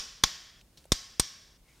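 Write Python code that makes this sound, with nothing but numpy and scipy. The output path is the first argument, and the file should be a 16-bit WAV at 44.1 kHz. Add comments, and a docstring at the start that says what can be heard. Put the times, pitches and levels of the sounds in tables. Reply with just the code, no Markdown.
"""A hard-walled workshop, close up: a long breaker bar cracks tight engine bolts loose.
Each time the thread slips, steel chatters for a few milliseconds, bar and socket ring briefly,
the block jolts on its stand and the room answers with an echo that ends abruptly.
Between cracks the tool shifts and gloves rub, over a low room tone."""
import sys
import numpy as np
from scipy import signal
from scipy.fft import rfft, irfft
from scipy.io import wavfile

SR = 44100
rng = np.random.default_rng(int(sys.argv[2]) if len(sys.argv) > 2 else 0)


def master_out(mix):
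    """Clip the mix to full scale and print it as 16-bit PCM to the path in sys.argv[1]."""
    frames = np.transpose(np.atleast_2d(mix))
    ceiling = np.clip(frames, -1, 1)
    pcm = np.round(ceiling * 32767).astype(np.int16)
    wavfile.write(sys.argv[1], SR, pcm)


N = 79380

# Thread slips: t/s, level/dB, rise/s, decay/s, body/dB, treble/dB, fizz/dB,
# squeak f/Hz, squeak level/dB, jolt level/dB, jolt fall/s, echo level/dB
SLIPS = [ (-0.017, -8, 0.0022, 0.0032, -1.5, 2, -11, 4700, -18, -19, 0.0029, -41),
         (0.2360, -10, 0.0032, 0.0031, 1, -8.5, -2, 5578, -17, -19, 0.0099, -38),
         (0.9189, -14.5, 0.0014, 0.005, -3.5, 9, 3.5, 3573, -14.5, -11.5, 0.0051, -41),
         (1.1960, -15, 0.0017, 0.0048, -1, 11.5, 7.5, 8520, -16.5, -16, .0035, -41), ]
CHATTER_EQ = [(150, -32), (500, -14.5), (800, -1), (1050, -6.5), (1500, -8), (2200, -5.5), (2750, -13.5),
              (3500, 2.5), (4400, -3.5), (5750, 3), (6300, -2), (6800, -1.5), (7700, -13.5), (9000, -11.5),
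              (9800, -16.5), (11100, -17), (11900, -24.5), (15200, -25), (16000, -39)]  # colour of the chatter: f/Hz, level/dB
# Stereo fizz added above about 7 kHz on each crack: f/Hz, side level/dB
TREBLE_SIDE = [(100, -62.5), (5500, -48.5), (7500, -20.5), (14000, -11.5)]
STEEL_MODES = [(1092, -17, 0.054), (2225, -24.5, 0.024), (2355, -16, 0.046), (3858, -14, 0.01),
               (4145, -11.5, 0.036), (4880, -20.5, 0.012), (4950, -7, 0.047), (5470, -10.5, 0.04),
               (5200, -16.5, 0.036), (5570, -18.5, 0.033), (6835, -11.5, 0.034), (7020, -16.5, 0.011),
               (8700, -25.5, 0.063), (11500, -25, 0.034)]  # ring of bar and socket: f/Hz, level/dB, t60/s
ECHO_EQ = [(60, -16.5), (150, -7), (400, -16), (980, -16.5), (1090, -8), (1260, -13), (1450, -9),
           (1900, -8.5), (2500, -12.5), (3300, -4), (4100, -7.5), (4600, -1), (5050, -1.5), (5750, 0),
           (6400, -6.5), (7200, -9), (7900, -14.5), (8800, -16), (9800, -24), (12500, -25), (15200, -29),
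           (16000, -37)]  # colour of the workshop's echo: f/Hz, level/dB
ECHO_DECAY = [(100, 0.17), (500, 0.87), (1100, 1.09), (2500, 1.096), (5500, 0.78), (8000, 0.76),
              (14000, 0.76)]  # its decay: f/Hz, t60/s
ECHO_SPREAD = [(100, -18.5), (800, -18.5), (2500, -21), (5500, -24.5), (8000, -5), (13000, -7.5)]  # side signal of the echo: f/Hz, side level/dB
TOOL_TICKS = [(0.612, -53.5, 0.0041, 3400, 0.62), (0.773, -52, 0.015, 4320, 0.55),
              (0.7711, -68.5, 0.0095, 595, 0.3), (0.7719, -57, 0.018, 49.7, 1.4),
              (0.8413, -56, 0.0033, 3300, 1.2), (0.8546, -55, .0012, 8500, 0.38),
              (0.854, -50.5, 0.003, 656, 0.42)]  # small knocks of the tool: t/s, level/dB, decay/s, f/Hz, width/octaves
RUB_FADER = [(0.70, -80), (0.77, -72), (0.82, -66.5), (0.88, -75.5), (0.95, -95), (1.60, -94), (1.68, -68),
             (1.74, -66.5), (1.80, -65.5)]  # swells of glove and sleeve friction: t/s, level/dB
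RUB_EQ = [(100, 4), (500, -3), (1000, -2.5), (2200, -3), (3500, -1), (5200, -2.5), (9000, -6),
          (15000, -14.5)]  # colour of the rubbing: f/Hz, level/dB
ROOM_TONE_EQ = [(15, -19.5), (28, -5.5), (48, 1.5), (75, -8), (170, -11), (280, -16.5), (600, -21.5),
                (1400, -30), (5000, -31.5), (9000, -32.5), (15000, -36)]  # colour of the room tone: f/Hz, level/dB
ROOM_TONE_SPREAD = [(100, -23), (700, -9.5), (2500, -3.5), (5500, -2), (13000, -21)]  # side signal of the room tone: f/Hz, side level/dB

BODY_HZ, TREBLE_HZ, TREBLE_WIDTH_HZ, FIZZ_HZ = 2300, 8500, 1000, 9800  # EQ bands set per slip
SPIT_DB, SPIT_HZ, SPIT_DECAY_S = -16, 8500, .0015  # level relative to the chatter
SQUEAK_T60_S = 0.025  # the one mode that each slip drives hardest
KNOCK_DB, KNOCK_BAND_HZ = -4, (815, 2100)  # peak relative to the slip's level plus body
JOLT_DELAY_S, JOLT_WIDTH_S, RECOIL, JOLT_LOW_HZ = .0019, .00055, 1.21, 38
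ECHO_RISE_S, ECHO_END_S, ECHO_CUT_S = 0.017, .379, .003
ECHO_EQ_SHARE = 0.2  # how much of a slip's EQ carries into its echo
ECHO_RING_DB, ECHO_RING_HZ = 2, 35  # lift and half-width of the steel's modes in the echo
ECHO_RIPPLE_DB, ECHO_RIPPLE_STEP_HZ = 1.9, 90
EARLY_BOOST, EARLY_S = 1, 0.046  # extra push of the first reflections
ENGINE_HZ, ENGINE_DB, ENGINE_T60_S = 1088, -18, 0.77  # long ring, level relative to the echo
TICK_RISE_S, TICK_SEND_DB = 0.0008, -25  # echo send for a decay of EARLY_S; shorter ticks send less
GLOVE_AT_S, GLOVE_WIDTH_S, GLOVE_HZ, GLOVE_WIDTH_HZ, GLOVE_DB = 1.703, 0.032, 2157, 170, -68
ROOM_TONE_DB, CEILING, TOP_HZ = -63, .8, 15900


def bolt_cracks():
    """Each slip of the thread stacks four layers: snap, knock, jolt and echo."""
    out = np.zeros((2, N))
    for at, level_db, rise, decay, *eq, squeak_hz, squeak_db, jolt_db, fall, echo_db in SLIPS:
        body_db = eq[0]
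        add(out, at, snap(level_db, rise, decay, eq, squeak_hz, squeak_db))
        add(out, at, amp(level_db + body_db + KNOCK_DB) * knock(rise))
        add(out, at, amp(jolt_db) * jolt(fall))
        add(out, at, amp(echo_db) * echo(eq))
    return out


def snap(level_db, rise, decay, eq, squeak_hz, squeak_db):
    """The thread lets go: a bright spit, and chatter that swells, dies and sets the steel ringing."""
    t = np.arange(8192) / SR
    attack = np.minimum(t / rise, 1)
    envelope = attack * np.exp(-np.maximum(t - rise, 0) / decay)
    chatter = wide_noise(lambda f: read(CHATTER_EQ, f) + slip_eq(f, *eq), TREBLE_SIDE, len(t))
    chatter *= envelope
    chatter *= np.linalg.norm(envelope) / np.linalg.norm(chatter.mean(0))  # envelope sets the energy
    spit = noise(lambda f: read(CHATTER_EQ, f) - 20 * np.log10(1 + (SPIT_HZ / (f + 1)) ** 8), len(t))
    spit *= amp(SPIT_DB) * t / SPIT_DECAY_S * np.exp(1 - t / SPIT_DECAY_S)
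    steel = sum(amp(db + slip_eq(hz, *eq)) * ring(t, hz, t60) for hz, db, t60 in STEEL_MODES)
    squeak = amp(squeak_db) * attack * ring(t, squeak_hz, SQUEAK_T60_S)
    return amp(level_db) * (chatter + spit + attack * steel) + squeak


def slip_eq(hz, body_db, treble_db, fizz_db):
    """Voices one crack, in dB: low shelf for body, bell for treble, high shelf for fizz."""
    body = 1 / (1 + (hz / BODY_HZ) ** 6)
    treble = np.exp(-((hz - TREBLE_HZ) / TREBLE_WIDTH_HZ) ** 2)
    fizz = 1 - 1 / (1 + (hz / FIZZ_HZ) ** 20)
    return body_db * body + treble_db * treble + fizz_db * fizz


def knock(rise):
    """The bolt's sudden release: a sharp mid-range click at the top of the swell."""
    band = signal.butter(2, KNOCK_BAND_HZ, "bandpass", fs=SR, output="sos")
    click = signal.sosfilt(band, np.arange(8192) == round(rise * SR))
    return click / abs(click).max()


def jolt(fall):
    """The block recoils and lurches: one low push of air."""
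    t = np.arange(8192) / SR - JOLT_DELAY_S
    push = (1 + np.tanh(t / JOLT_WIDTH_S * 2)) / 2 * np.exp(-t / fall)
    recoil = RECOIL / 2 * np.exp(-(t / JOLT_WIDTH_S + .5) ** 2)
    low_cut = signal.butter(2, JOLT_LOW_HZ, "highpass", fs=SR, output="sos")
    return signal.sosfilt(low_cut, push - recoil)


def echo(eq=(0, 0, 0)):
    """Hard walls throw back a diffuse wash, with the engine's long ring in it; the tail is gated."""
    t = np.arange(32768) / SR
    bumps = rng.standard_normal(512)

    def colour(f):
        """The room's colour, with the steel's modes and chance peaks in it."""
        peaks = sum(1 / (1 + ((f - hz) / ECHO_RING_HZ) ** 2) for hz, _, _ in STEEL_MODES)
        ripple = ECHO_RIPPLE_DB * np.interp(f / ECHO_RIPPLE_STEP_HZ, np.arange(len(bumps)), bumps)
        return read(ECHO_EQ, f) + ECHO_EQ_SHARE * slip_eq(f, *eq) + ECHO_RING_DB * peaks + ripple

    hz, when, bands = signal.stft(wide_noise(colour, ECHO_SPREAD, len(t)), SR, nperseg=256)
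    fade = amp(-60 * when / read(ECHO_DECAY, hz)[:, None])
    wash = signal.istft(bands * fade, SR, nperseg=256)[1][:, :len(t)]
    wash *= 1 + EARLY_BOOST * np.exp(-t / EARLY_S)
    engine = amp(ENGINE_DB) * ring(t, ENGINE_HZ, ENGINE_T60_S)
    gate = (1 - np.tanh((t - ECHO_END_S) / ECHO_CUT_S)) / 2
    return (wash + engine) * np.minimum(t / ECHO_RISE_S, 1) * gate


def tool_ticks():
    """The socket shifts and seats on a bolt head: gritty ticks with a touch of room."""
    out, t, room = np.zeros((2, N)), np.arange(8192) / SR, echo()
    for at, level_db, decay, centre_hz, octaves in TOOL_TICKS:
        grit = noise(lambda f: -20 * np.log10(1 + (np.log2((f + 1) / centre_hz) / octaves) ** 2), len(t))
        envelope = np.minimum(t / TICK_RISE_S, 1) * np.exp(-np.maximum(t - TICK_RISE_S, 0) / decay)
        add(out, at, amp(level_db) * grit * envelope)
        add(out, at, amp(level_db + TICK_SEND_DB) * np.sqrt(decay / EARLY_S) * room)
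    return out


def gloves():
    """Rubber gloves and sleeves rub as the grip changes, with one faint squeak."""
    t = np.arange(N) / SR
    rub = amp(np.interp(t, *np.transpose(RUB_FADER))) * noise(lambda f: read(RUB_EQ, f), N)
    squeak = noise(lambda f: -20 * np.log10(1 + ((f - GLOVE_HZ) / GLOVE_WIDTH_HZ) ** 2), N)
    swell = np.exp(-((t - GLOVE_AT_S) / GLOVE_WIDTH_S) ** 2 / 2)
    return rub + amp(GLOVE_DB) * squeak * swell


def room_tone():
    """A steady bed of low rumble and thin hiss."""
    return amp(ROOM_TONE_DB) * wide_noise(lambda f: read(ROOM_TONE_EQ, f), ROOM_TONE_SPREAD, N)


def amp(db):
    """Decibels to gain."""
    return 10 ** (np.asarray(db) / 20)


def read(points, hz):
    """Reads a curve on a log-frequency axis."""
    f, value = np.transpose(points)
    return np.interp(np.log(hz + 1), np.log(f + 1), value)


def add(mix, start_s, sound):
    """Lays a mono or stereo sound into the mix, trimming any overhang."""
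    at = round(start_s * SR)
    sound = sound[..., max(-at, 0):]
    part = mix[:, max(at, 0):][:, :sound.shape[-1]]
    part += sound[..., :part.shape[-1]]


def ring(t, hz, t60):
    """One dying mode at a random phase."""
    return amp(-60 * t / t60) * np.sin(2 * np.pi * (hz * t + rng.random()))


def noise(colour, size):
    """Noise of rms 1, its spectrum shaped in dB by colour(Hz)."""
    hz = np.fft.rfftfreq(size, 1 / SR)
    wave = irfft(amp(colour(hz)) * np.exp(2j * np.pi * rng.random(len(hz))), size)
    return wave / np.sqrt(np.mean(wave ** 2) + 1e-20)


def wide_noise(colour, spread, size):
    """Stereo noise: a shared mid and a weaker side."""
    mid = noise(colour, size)
    side_gain = amp(read(spread, np.fft.rfftfreq(size, 1 / SR)))
    side = irfft(rfft(noise(colour, size)) * side_gain, size)
    return np.array([mid + side, mid - side])


def scene():
    """The work sits in the middle; echo and room tone spread a little."""
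    return bolt_cracks() + tool_ticks() + gloves() + room_tone()


def record(dry):
    """Soft-clips the peaks, then cuts the very top."""
    rounded = dry / (1 + (dry / CEILING) ** 4) ** (1 / 4)
    high_cut = signal.firwin(255, TOP_HZ, window=("kaiser", 9), fs=SR)
    return signal.oaconvolve(rounded, high_cut[None], "same")


dry = scene()
out = record(dry)
master_out(out)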